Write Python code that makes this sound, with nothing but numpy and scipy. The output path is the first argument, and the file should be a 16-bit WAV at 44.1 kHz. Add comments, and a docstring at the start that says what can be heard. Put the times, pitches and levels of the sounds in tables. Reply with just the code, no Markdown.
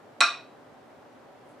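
"""A small, quiet room: a soft rush and a low, wavering hum lie underneath throughout.
At 0.2 s a bamboo ladle is set down on its rest. The hollow cup lands, rocks and settles in three
contacts within 12 ms, each a click and a short woody ring, heard together as one sharp knock.
The walls answer and carry the knock on for about half a second.
At 1.5 s the fingers brush the handle faintly as they let go."""
import sys
import numpy as np
from scipy import signal
from scipy.fft import rfft, irfft, next_fast_len
from scipy.io import wavfile
from scipy.ndimage import uniform_filter1d, map_coordinates

SR = 44100
rng = np.random.default_rng(int(sys.argv[2]) if len(sys.argv) > 2 else 0)


def pcm_store(signal):
    """Save signal as 16-bit PCM."""
    levels = np.round(np.clip(np.atleast_2d(signal), -1, 1) * 32767)
    wavfile.write(sys.argv[1], SR, levels.astype(np.int16).T)


N = 70560  # 1.6 s


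def amp(db):
    """Decibels to gain."""
    return 10 ** (np.asarray(db) / 20)


def unit(x):
    """Scale to rms 1."""
    return x / np.sqrt(np.mean(x ** 2) + 1e-20)


def panned(x, db):
    """Pan so that left is louder than right by db."""
    return x * amp([[db / 2], [-db / 2]])


def along(points, hz):
    """Read a curve of (f/Hz, value) breakpoints on a log frequency axis."""
    freqs, values = np.transpose(points)
    return np.interp(np.log(hz + 1), np.log(freqs + 1), values)


def filtered(x, response):
    """Zero-phase EQ; response gives the gain at each frequency."""
    size = next_fast_len(N + SR // 2)
    return irfft(rfft(x, size) * response(np.fft.rfftfreq(size, 1 / SR)), size)[..., :N]


def coloured(x, points):
    """Minimum-phase EQ through (f/Hz, level/dB) points: nothing sounds ahead of a hit."""
    size = 2 * N
    gain = amp(along(points, np.fft.rfftfreq(size, 1 / SR)))
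    cepstrum = irfft(np.log(gain), size)
    cepstrum[1:N] *= 2
    cepstrum[N + 1:] = 0
    return irfft(rfft(x, size) * np.exp(rfft(cepstrum)), size)[..., :N]


def whitened(x, width_hz):
    """Energy 1, spread evenly over bands of the given width."""
    spectrum = rfft(x, N)
    power = uniform_filter1d(abs(spectrum) ** 2, max(int(width_hz * N / SR), 1), axis=-1)
    return irfft(spectrum / np.sqrt(abs(power) + 1e-12), N)


def stereo(pair, correlation):
    """Mid/side mix of two unrelated signals, for a given left-right correlation curve."""
    angle = lambda hz: np.arccos(np.clip(along(correlation, hz), -1, 1)) / 2
    mid, side = filtered(pair, lambda hz: np.array([np.cos(angle(hz)), np.sin(angle(hz))]))
    return np.array([mid + side, mid - side])


def noise(eq):
    """Two unrelated noises of rms 1, shaped by (f/Hz, level/dB) points."""
    return unit(filtered(rng.standard_normal((2, N)), lambda hz: amp(along(eq, hz))))


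def wobble(rate):
    """A smooth random modulator, rate knots a second."""
    return map_coordinates(rng.standard_normal(256), [np.arange(N) * rate / SR], mode="wrap")


# tones of the hum: f/Hz, level/dB
HUM_TONES = [(112, -79.5), (151, -77.5), (258, -68.5), (300, -68), (528, -70.5), (598, -68.5), (754, -66.5)]
def hum(depth=.6, waver_rate=9):
    """Low tones, each wavering in level and phase on its own."""
    t = np.arange(N) / SR
    out = np.zeros(N)
    for hz, db in HUM_TONES:
        waver = 1 + depth * (wobble(waver_rate) + 1j * wobble(waver_rate))
        tone = np.exp(2j * np.pi * (hz * t + rng.random()))
        out += amp(db) * unit(np.real(waver * tone))
    return out


# EQ of the rush: f/Hz, relative level/dB
RUSH_EQ = [(15, -57), (25, -38), (74, -18), (108, -9.5), (153, -8), (205, -9.5), (260, -0.5), (322, -9),
           (349, -3), (493, -4.5), (594, -2), (1190, -11), (1720, -15.5), (2440, -22), (14500, -43.5)]
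# stereo image of the rush: f/Hz, left-right correlation/0-1
RUSH_IMAGE = [(30, 0.49), (65, 1), (130, 0.81), (300, .6), (700, 0.6), (2000, 0.4), (6000, 0.15),
              (12000, 0.076)]
def rush(level_db=-52):
    """A soft, steady bed of room tone, full in the low mids and wide in the treble."""
    return amp(level_db) * unit(stereo(noise(RUSH_EQ), RUSH_IMAGE))


# reverb time of the room: f/Hz, t60/s
REVERB_DECAY = [(250, .36), (650, 0.54), (1300, 0.29), (2500, 0.35), (4000, .35), (5600, 0.3), (9000, .29)]
# EQ of the reverb: f/Hz, relative level/dB
REVERB_EQ = [(250, -0.5), (650, -2), (1300, -0.5), (2500, 1.5), (4000, -1), (5600, 7.5), (7600, -7.5),
             (10500, 1), (13000, -7.5)]
# stereo image of the room, shared by the finger brush: f/Hz, left-right correlation/0-1
ROOM_IMAGE = [(250, 0.8), (1200, 0.9), (2500, 0.88), (4500, .68), (9000, 0.51)]
def room_reverb(send, wet_db=-.8, predelay_s=.0023, attack_s=.004, early_db=3, early_s=.012):
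    """The walls answer after a short gap, the near ones loudest; each frequency dies at its own speed."""
    hz, frame_s, bands = signal.stft(rng.standard_normal((2, N)), SR, nperseg=256)
    decay = amp(-60 * frame_s / along(REVERB_DECAY, hz)[:, None])
    tail = signal.istft(bands * decay, SR, nperseg=256)[1][:, :N]
    age = np.maximum(np.arange(N) / SR - predelay_s, 0)
    attack = 1 - np.exp(-age / attack_s)
    early_boost = amp(early_db * np.exp(-age / early_s))
    tail = whitened(tail * attack * early_boost, width_hz=70)[:, :N // 2]
    impulse_response = coloured(stereo(tail, ROOM_IMAGE), REVERB_EQ)
    return amp(wet_db) * signal.fftconvolve(send[None], impulse_response, axes=1)[:, :N]


# EQ of skin sliding on bamboo: f/Hz, relative level/dB
BRUSH_EQ = [(3000, -20), (6500, -4), (7800, 3), (10500, 4), (12000, -11), (15000, -26)]
def finger_brush(peak_s=1.505, width_s=.032, level_db=-74, grain_db=2):
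    """Skin slides off the handle: one faint, airy, grainy swell."""
    swell = np.exp(-.5 * ((np.arange(N) / SR - peak_s) / width_s) ** 2)
    grainy_gain = amp(level_db + grain_db * wobble(rate=130))
    return grainy_gain * swell * stereo(noise(BRUSH_EQ), ROOM_IMAGE)


def floor_thud(t, hz=290, db=-40, t60_s=.1, attack_s=.025):
    """The floor under the rest takes the nudge: one soft, low mode with a slow attack."""
    return amp(db - 60 * t / t60_s) * np.sin(2 * np.pi * hz * t) * (1 - np.exp(-t / attack_s))


# EQ of the contact click: f/Hz, relative level/dB
CLICK_EQ = [(40, -51.5), (130, -30), (260, -11), (500, -4.5), (1500, -1), (2300, 2.5), (3000, -6),
            (4100, 2), (5000, -14), (6400, -7.5), (7400, -3), (8400, 1), (8900, -14.5), (10800, -20.5),
            (13000, -38), (15000, -62.5)]
def contact_click(t, t60_s=.0073):
    """The transient of cup meeting rest: a tiny noise burst, a little to the right."""
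    envelope = (t > 0) * amp(-60 * t / t60_s)
    burst = whitened(envelope * rng.standard_normal(N), width_hz=480) * np.linalg.norm(envelope)
    return 2 * panned(coloured(burst, CLICK_EQ), db=-4.5)


# modes of the cup and handle: f/Hz, relative level/dB, t60/s
BAMBOO_MODES = [(686.5, -27.5, 0.057), (949, -27.5, 0.056), (1123.4, -21.5, .04), (1194.5, -12, 0.058),
                (1346, -15, 0.0422), (1392, -17, .06), (1614, -18, .05), (2078, -21.5, .03),
                (2370, -22, 0.035), (2480, -11.5, 0.045), (3710, -17, 0.041), (3904, -9.5, 0.043),
                (4200, -21.5, 0.049), (5466, -20.5, 0.033), (5586, -23.5, 0.031)]
def bamboo_ring(t, cutoff_hz, attack_cycles=2.11):
    """The woody body of the knock: low modes build up slowest, and a soft contact rings mainly those."""
    ring = np.zeros(N)
    for hz, db, t60 in BAMBOO_MODES:
        envelope = amp(db - 60 * t / t60) * (1 - np.exp(-hz * t / attack_cycles))
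        rolloff = 1 / np.sqrt(1 + (hz / cutoff_hz) ** 4)
        ring += rolloff * envelope * np.sin(2 * np.pi * hz * t)
    return ring


# hits of the cup on its rest: t/s, relative body level/dB, ring cutoff f/Hz, relative click level/dB
CUP_HITS = [(.2061, -7.5, 6000, -12), (.2106, -1, 5500, -13.5), (0.2176, 2, 1590, -30.5)]
def ladle_knock(low_cut_hz=218):
    """Each contact clicks, rings the bamboo and nudges the floor; the small cup radiates little bass."""
    out = np.zeros((2, N))
    for start_s, body_db, cutoff_hz, click_db in CUP_HITS:
        t = np.maximum(np.arange(N) / SR - start_s, 0)
        body = bamboo_ring(t, cutoff_hz) + floor_thud(t)
        out += amp(body_db) * body + amp(click_db) * contact_click(t)
    return signal.sosfilt(signal.butter(2, low_cut_hz, "highpass", fs=SR, output="sos"), out)


def scene():
    """The mix: the knock and its reverb up front, hum and rush beneath, then the fingers letting go."""
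    knock = amp(1.4) * ladle_knock()
    reverb = room_reverb(knock.mean(axis=0))
    return panned(knock + reverb, db=-.3) + hum() + rush() + finger_brush()


def record(dry):
    """A brick-wall high cut at 15.2 kHz on the whole mix."""
    return filtered(dry, lambda hz: hz < 15200)


dry = scene()
out = record(dry)
pcm_store(out)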